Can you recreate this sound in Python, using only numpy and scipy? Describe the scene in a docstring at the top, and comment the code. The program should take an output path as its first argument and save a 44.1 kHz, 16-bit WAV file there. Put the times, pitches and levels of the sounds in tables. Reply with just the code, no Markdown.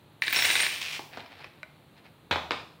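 """A handful of small metal charms drops on a hard tabletop: random taps shaped into clatter, with ringing modes,
then a fine shiver to rest. Their plastic box is picked up, knocked by the fingers, the charms left inside
sliding and clicking; its plastic snaps once. Last, it is set down with two sharp clacks, made of short
blows that thump the support and jolt the contents. Throughout, a small, live room adds decaying echoes,
and filtered noise and a wavering sine make soft room noise and a low hum."""
import sys
import numpy as np
from scipy import signal
from scipy.fft import rfft, irfft
from scipy.io import wavfile
from scipy.ndimage import uniform_filter1d

SR = 44100
rng = np.random.default_rng(int(sys.argv[2]) if len(sys.argv) > 2 else 0)


def unload_wav(signal):
    """Save mono or channel-first audio to the path in sys.argv[1] as 16-bit WAV at rate SR, clipped to [-1, 1]."""
    wavfile.write(
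        sys.argv[1],
        SR,
        np.round(np.clip(np.atleast_2d(signal).T, -1, 1) * 32767).astype(np.int16),
    )


N = 123480
T = np.arange(N) / SR  # time of each sample, s

# All colours are relative: only their shape over pitch counts, and the level is set apart.
# Charms landing on the table. Each row: start in seconds, level in dB.
LANDINGS = [(.2208, -17.5), (.2365, -24.5), (.2685, -27), (.2708, -24.5), (.2802, -19), (.3062, -28),
            (.3268, -22), (.3313, -19.5), (.3445, -24), (.3610, -19.5), (.3675, -18), (.3703, -23),
            (.3877, -16.5), (.3955, -23), (.4051, -26), (.4227, -18), (.4443, -21), (.4466, -20.5),
            (.4512, -17.5), (.4689, -33), (.4850, -22), (.4925, -21), (.4996, -22), (.5027, -17),
            (.5111, -21), (.5542, -15.5), (.5562, -18.5), (.5640, -23), (.5823, -41), (.5932, -21),
            (.6011, -20), (.6035, -19.5), (.6312, -23), (.6345, -22.5), (.6500, -32), (.6646, -20)]
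# Colour of a charm striking the table. Each row: pitch in Hz, level in dB.
LANDING_COLOUR = [(30, -54), (60, -36), (95, -18), (140, -21), (300, -13.5), (700, -15.5), (1200, -11.5),
                  (1650, -2.5), (2050, 2), (2500, 1), (3100, -8.5), (3850, -1), (4700, -10.5),
                  (6500, -26.5), (10000, -65), (16000, -16)]
# Modes (natural tones) of the tabletop. Each row: pitch in Hz, level before halving in dB,
# time to fade by 60 dB in seconds.
TABLE_MODES = [(1536, -46, 0.15), (1732, -46.5, 0.097), (2074, -44, .09), (2362, -47, 0.28)]
# Loudness of the small bounces between landings. Each row: time in seconds, level in dB.
BOUNCE_LEVEL = [(.22, -47), (.26, -42.5), (.32, -36.5), (.345, -31.5), (.395, -27.5), (.418, -31.5),
                (.445, -26.5), (.53, -30), (.61, -29.5), (.66, -30.5), (.69, -45), (.74, -71)]
# Colour of the small bounces. Each row: pitch in Hz, level in dB.
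BOUNCE_COLOUR = [(30, -58), (60, -35), (95, -11), (140, -27), (280, -24.5), (700, -8), (1200, -11),
                 (2000, -1.5), (2600, 3.5), (3200, -3), (3900, -2.5), (4800, -8), (6600, -11),
                 (8000, -10.5), (10200, -21), (13000, -18.5), (16000, -37)]
# Loudness of the last charms shivering to rest. Each row: time in seconds, level in dB.
SHIVER_LEVEL = [(.64, -31), (.68, -38), (.755, -35), (.805, -41.5), (.819, -29), (.835, -36), (.89, -37),
                (.95, -35.5), (.972, -40), (.985, -42)]
# Colour of the shiver. Each row: pitch in Hz, level in dB.
SHIVER_COLOUR = [(60, -39), (300, -23), (800, -17), (1600, -13.5), (2450, -2), (3100, -4.5), (4600, -13),
                 (5600, -14.5), (6800, -20.5), (9000, -24.5), (12000, -28.5), (14500, -35), (15400, -24),
                 (16000, -28)]
# A charm ringing as it chatters. Each row: start in seconds, length in seconds, pitch in Hz,
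# level in dB within the ringing layer, change of tap strength over its length in dB.
RINGS = [(0.215, 0.022, 9060, -50, 7), (0.258, 0.16, 9030, -47.5, 1), (.222, 0.13, 11700, -54, 8),
         (.295, 0.022, 14900, -45, 0), (0.3275, 0.01, 15170, -27, -14), (0.328, 0.07, 9080, -37.5, 3),
         (0.336, 0.27, 11720, -46.5, -6), (0.358, 0.0085, 5505, -21.5, 16), (.37, .16, 15230, -44, -10),
         (0.42, 0.011, 15100, -35, 2), (0.384, 0.53, 5500, -44, -31), (0.397, 0.14, 5740, -43.5, 17),
         (0.456, 0.0027, 8960, -22.5, -6), (0.489, 0.12, 8870, -34.5, -1), (0.614, 0.0051, 8900, -21, 0),
         (0.666, 0.051, 8970, -49, -35)]
# Fingers knocking the box as it is lifted. Each row: start in seconds, level in dB.
KNOCKS = [(.9928, -28.5), (.9962, -40.5), (1.1724, -32), (1.1765, -35.5), (1.187, -44), (1.4428, -44)]
# Colour of a knock. Each row: pitch in Hz, level in dB.
KNOCK_COLOUR = [(40, -30), (95, 0), (150, -13), (260, -1.5), (450, -0.5), (800, 2.5), (1150, -7.5),
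                (1600, -7.5), (2300, -16), (4000, -17), (6500, -26), (16000, -63)]
# Charms clicking inside the box. Each row: start in seconds, level in dB.
CLICKS = [(1.1335, -42.5), (1.140, -39), (1.156, -58), (1.2605, -40), (1.335, -63), (1.432, -55),
          (1.4430, -33), (2.0505, -66)]
# Colour of a click. Each row: pitch in Hz, level in dB.
CLICK_COLOUR = [(100, -18), (600, -15), (1100, 5), (1600, -1), (2400, 11), (3100, -4), (3900, -16),
                (5200, -3), (6500, -31), (16000, -34)]
# Charms sliding in the carried box. Each row: time in seconds, level in dB within the sliding layer.
SLIDE_LEVEL = [(1.11, -59), (1.13, -41.5), (1.145, -43.5), (1.20, -40.5), (1.255, -50), (1.30, -52),
               (1.32, -42), (1.365, -50), (1.41, -44), (1.45, -46), (1.50, -56.5), (1.94, -72.5),
               (1.98, -50), (2.03, -69), (2.056, -44.5), (2.09, -63)]
# Colour of the sliding. 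Each row: pitch in Hz, level in dB.
SLIDE_COLOUR = [(100, -14), (400, -5.5), (800, 1), (1150, -5.5), (1600, -1), (2400, 0.5), (3100, -6),
                (4000, -5.5), (5300, -15.5), (6500, -27), (16000, -36.5)]
# Modes of the box's plastic as it snaps. Each row: pitch in Hz, level within the ring in dB,
# time to fade by 60 dB in seconds.
SNAP_MODES = [(620, -12, 0.064), (1480, -2, 0.03), (2130, -5, 0.029), (2330, -4, 0.031), (2700, -22, .016),
              (3900, -9, 0.026)]
# Colour of the snap's tick. Each row: pitch in Hz, level in dB.
SNAP_TICK_COLOUR = [(100, -19), (600, 1), (2000, 17), (4000, -20), (7000, -8), (16000, -25)]
# The box set down. Each row: start in seconds, then the levels of the clack, the thump
# and the jolt of the contents in dB.
SET_DOWN = [(2.3103, -19, -18, -19), (2.3250, -24, -34, -22.5), (2.358, -24, -30.5, -34),
            (2.508, -15.5, -29.5, -27)]
# The contents falling back after the jolt. 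Each row: start in seconds, level in dB.
FALL_BACK = [(2.3126, -20.5), (2.5178, -24.5), (2.5195, -35)]
# Colour of a clack. Each row: pitch in Hz, level in dB.
CLACK_COLOUR = [(60, -26), (200, -16), (400, -10.5), (620, -3), (850, 4.5), (1080, 2), (1500, -1),
                (2300, -4.5), (3000, -8), (4100, -14.5), (5200, -15.5), (7500, -36), (16000, -73)]
# Colour of a thump. Each row: pitch in Hz, level in dB.
THUMP_COLOUR = [(30, -25), (55, -40), (85, 0), (120, -7.5), (170, -14.5), (230, -8.5), (370, -6),
                (550, -5.5), (800, -30), (2000, -45), (16000, -55)]
# Colour of the jolted contents. Each row: pitch in Hz, level in dB.
JOLT_COLOUR = [(100, -12.5), (600, -1), (1100, -10), (1700, -2), (2300, 1), (2750, -3.5), (3300, -1.5),
               (4100, -4), (4900, -22), (7000, -25.5), (10000, -36.5), (14500, -40), (16000, -41)]
# How long the room's echoes last. Each row: pitch in Hz, time to fade by 60 dB in seconds.
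ROOM_DECAY = [(100, 1.13), (260, .5), (700, 0.54), (1840, 0.4), (4850, 0.5056), (9000, 0.5742),
              (16000, 1.05)]
# Colour of the room noise. Each row: pitch in Hz, level in dB.
NOISE_COLOUR = [(25, -8), (50, -6.5), (75, -2), (105, 1.5), (150, 2.5), (200, -4), (300, -4), (500, -8.5),
                (1000, -11.5), (2000, -19), (4200, -18.5), (5200, -36.5), (9000, -31), (16000, -31.5)]

BOUNCES_PER_S, SHIVERS_PER_S, SLIDES_PER_S = 1800, 1500, 1200  # average number of tiny impacts
RING_T60_S, RING_TAPS_PER_S = 0.079, 600
RING_SPREAD = 0.011  # largest share of its pitch by which each mode of a pair strays
BEND_S, BEND_HZ = 0.000695, 2016  # travel time of a bending wave of this pitch; lower ones arrive later
SNAP_S, SNAP_DB, SNAP_TICK_DB = 1.6313, -32, -38.5
JOLT_T60_S, JOLT_LAG_S = 0.084, 0.001238
NOISE_DB, HUM_HZ, HUM_DB = -57, 147, -63.5
CEILING, LOW_CUT_HZ, EDGE_HZ = 0.38, 66, 15850  # CEILING is a sample value where 1 is full scale


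def amp(db):
    """Turn decibels into a gain."""
    return 10 ** (np.asarray(db) / 20)


def unit(x):
    """Scale a sound to an average (RMS) level of 1."""
    return x / np.sqrt(np.mean(x ** 2) + 1e-20)


def read(points, hz):
    """Read a table at any pitch, along a logarithmic pitch scale."""
    f, value = np.transpose(points)
    return np.interp(np.log(hz + 1), np.log(f), value)


def swell(points):
    """A level curve as gain, practically silent outside its ends."""
    s, db = np.transpose(points)
    return amp(np.interp(T, s, db, left=-140, right=-140))


def through(x, response):
    """Let every sample of x set off the response (convolution)."""
    return signal.oaconvolve(x, response)[:N]


def pulse(colour):
    """The click of a bending plate with this colour, of level 0 dB over two milliseconds."""
    hz = np.fft.fftfreq(4096, 1 / SR)
    # this phase delays each pitch by BEND_S * sqrt(BEND_HZ / pitch)
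    bend = np.sign(hz) * 2 * np.pi * 2 * BEND_S * np.sqrt(BEND_HZ * abs(hz))
    log_gain = np.log(amp(read(colour, abs(hz))))
    # the Hilbert transform gives the phase that starts the click as early as its colour allows
    spectrum = np.exp(np.conj(signal.hilbert(log_gain)) - 1j * bend)
    click = np.fft.ifft(spectrum).real[:2048]
    return click / np.linalg.norm(click) * np.sqrt(0.002 * SR)


def blows(rows, chatter_db, t60):
    """One impulse per row, each trailed by its own dying chatter of noise."""
    t = np.arange(SR // 5) / SR
    out = np.zeros(N + SR)
    noises = rng.standard_normal((len(rows), len(t)))
    for (start, db), noise in zip(rows, noises):
        blow = noise * amp(-60 * t / t60)
        blow *= amp(chatter_db) / np.linalg.norm(blow)  # chatter level against the impulse
        blow[0] = 1
        out[round(start * SR):][:len(t)] += amp(db) * blow / np.linalg.norm(blow)
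    return out[:N]


def contacts(per_s, spread_db):
    """Random tiny impacts of uneven strength and either sign."""
    size = amp(spread_db * np.minimum(rng.exponential(1, N), 3))
    sign = rng.choice([-1, 1], N)
    happens = rng.random(N) < per_s / SR
    return unit(size * sign * happens)


def ring(modes):
    """The sum of these decaying modes, like a struck solid humming at its natural pitches."""
    t = T[:SR // 4]
    return sum(amp(db - 60 * t / t60) * np.cos(2 * np.pi * hz * t) for hz, db, t60 in modes)


def room(x, wet_db, rise_s):
    """The direct sound plus a diffuse tail of noise that builds up, then fades at its own pace per pitch."""
    hz, t, z = signal.stft(rng.standard_normal(SR), SR, nperseg=256)
    fade = amp(-60 * t / read(ROOM_DECAY, hz)[:, None])
    tail = signal.istft(z * fade, SR, nperseg=256)[1][:SR]
    tail = tail * (1 - np.exp(-(T[:SR] / rise_s) ** 2))
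    return x + amp(wet_db) * through(x, tail / np.linalg.norm(tail))


def tabletop(x):
    """Impacts plus the short ring they stir up in the tabletop."""
    return x + through(x, ring(TABLE_MODES) / 2)


def falling_charms():
    """Hard landings, a spray of small bounces, then a fine shiver, all made of short impacts."""
    landings = blows(LANDINGS, chatter_db=1.5, t60=0.028)
    landings = tabletop(through(landings, pulse(LANDING_COLOUR)))
    bounces = through(contacts(BOUNCES_PER_S, spread_db=-0.5), pulse(BOUNCE_COLOUR))
    bounces = unit(tabletop(bounces))
    shiver = unit(through(contacts(SHIVERS_PER_S, spread_db=1), pulse(SHIVER_COLOUR)))
    return landings + bounces * swell(BOUNCE_LEVEL) + shiver * swell(SHIVER_LEVEL)


def ringing_charms():
    """Quick contacts excite a close pair of high modes in each charm."""
    out, t = np.zeros(N), T[:SR // 6]
    for start, length, hz, db, change_db in RINGS:
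        progress = (T - start) / length  # 0 at the start, 1 at the end
        during = (progress >= 0) * (progress < 1)
        taps = rng.standard_normal(N) * (rng.random(N) < RING_TAPS_PER_S / SR) * during
        taps[round(start * SR)] = 1
        taps = taps * amp(change_db * np.clip(progress, 0, 1))
        pair = 0
        for side in (-1, 1):  # one mode below the pitch, one above
            mode_hz = hz * (1 + side * RING_SPREAD * rng.random())
            pair = pair + np.sin(2 * np.pi * mode_hz * t)
        tone = through(taps, pair * amp(-60 * t / RING_T60_S))
        out += amp(db) * tone / np.linalg.norm(tone) * np.sqrt(length * SR)
    return out


def carried_box():
    """Fingers knock the plastic while the charms inside slide and click in many tiny impacts."""
    knocks = through(blows(KNOCKS, chatter_db=-1.5, t60=0.026), pulse(KNOCK_COLOUR))
    clicks = through(blows(CLICKS, chatter_db=7, t60=0.015), pulse(CLICK_COLOUR))
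    slide = unit(through(contacts(SLIDES_PER_S, spread_db=2.0), pulse(SLIDE_COLOUR)))
    contents = clicks + amp(-5) * slide * swell(SLIDE_LEVEL)
    return room(knocks, wet_db=-3, rise_s=0.0069) + room(contents, wet_db=-7.5, rise_s=0.0031)


def box_snap():
    """The plastic snaps once under the grip: a tick, and modes that ring briefly."""
    hit = np.zeros(N)
    hit[round(SNAP_S * SR)] = 1
    body = signal.lfilter(*signal.butter(3, 4000, fs=SR), through(hit, ring(SNAP_MODES)))  # soften the treble
    tick = through(hit, pulse(SNAP_TICK_COLOUR))
    return room(amp(SNAP_DB) * body + amp(SNAP_TICK_DB) * tick, wet_db=-9.5, rise_s=0.008)


def box_set_down():
    """The box clacks down edge by edge, thumps its support and jolts its contents, which fall back."""
    rows = np.array(SET_DOWN)
    clack = through(blows(rows[:, [0, 1]], chatter_db=-3, t60=0.0056), pulse(CLACK_COLOUR))
    thump = through(blows(rows[:, [0, 2]], chatter_db=-0.5, t60=0.082), pulse(THUMP_COLOUR))
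    # the contents follow a moment later, nearly all chatter
    jolt = blows(rows[:, [0, 3]] + [JOLT_LAG_S, 0], chatter_db=34, t60=JOLT_T60_S)
    fall_back = blows(FALL_BACK, chatter_db=7, t60=0.013)
    contents = through(jolt + fall_back, pulse(JOLT_COLOUR))
    return (room(clack, wet_db=0.0, rise_s=0.0016) + room(thump, wet_db=-11, rise_s=0.012)
            + room(contents, wet_db=0.5, rise_s=0.003))


def background():
    """Soft room noise, filtered from white noise, with a low hum whose pitch wavers at random."""
    gain = amp(read(NOISE_COLOUR, np.fft.rfftfreq(N, 1 / SR)))
    noise = unit(irfft(rfft(rng.standard_normal(N)) * gain, N))
    waver = unit(uniform_filter1d(rng.standard_normal(N), size=4000))
    hum_hz = HUM_HZ * (1 + 0.023 * waver)
    hum = np.sin(2 * np.pi * np.cumsum(hum_hz) / SR)
    return amp(NOISE_DB) * noise + amp(HUM_DB) * hum


def scene():
    """All sources added up in one channel."""
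    charms = falling_charms() + amp(-3.5) * ringing_charms()
    table = room(charms, wet_db=-3.5, rise_s=0.0058)
    return (table + carried_box() + box_snap() + box_set_down() + background())[None]


def record(dry):
    """The loudest peaks are rounded off; then the microphone's low cut and the band limit."""
    rounded = dry / (1 + (dry / CEILING) ** 4) ** 0.25
    low_cut = signal.butter(3, LOW_CUT_HZ, "high", fs=SR, output="sos")
    band_limit = signal.firwin(511, EDGE_HZ, window=("kaiser", 9), fs=SR)
    return signal.oaconvolve(signal.sosfilt(low_cut, rounded), band_limit[None], "same")


dry = scene()
out = record(dry)
unload_wav(out)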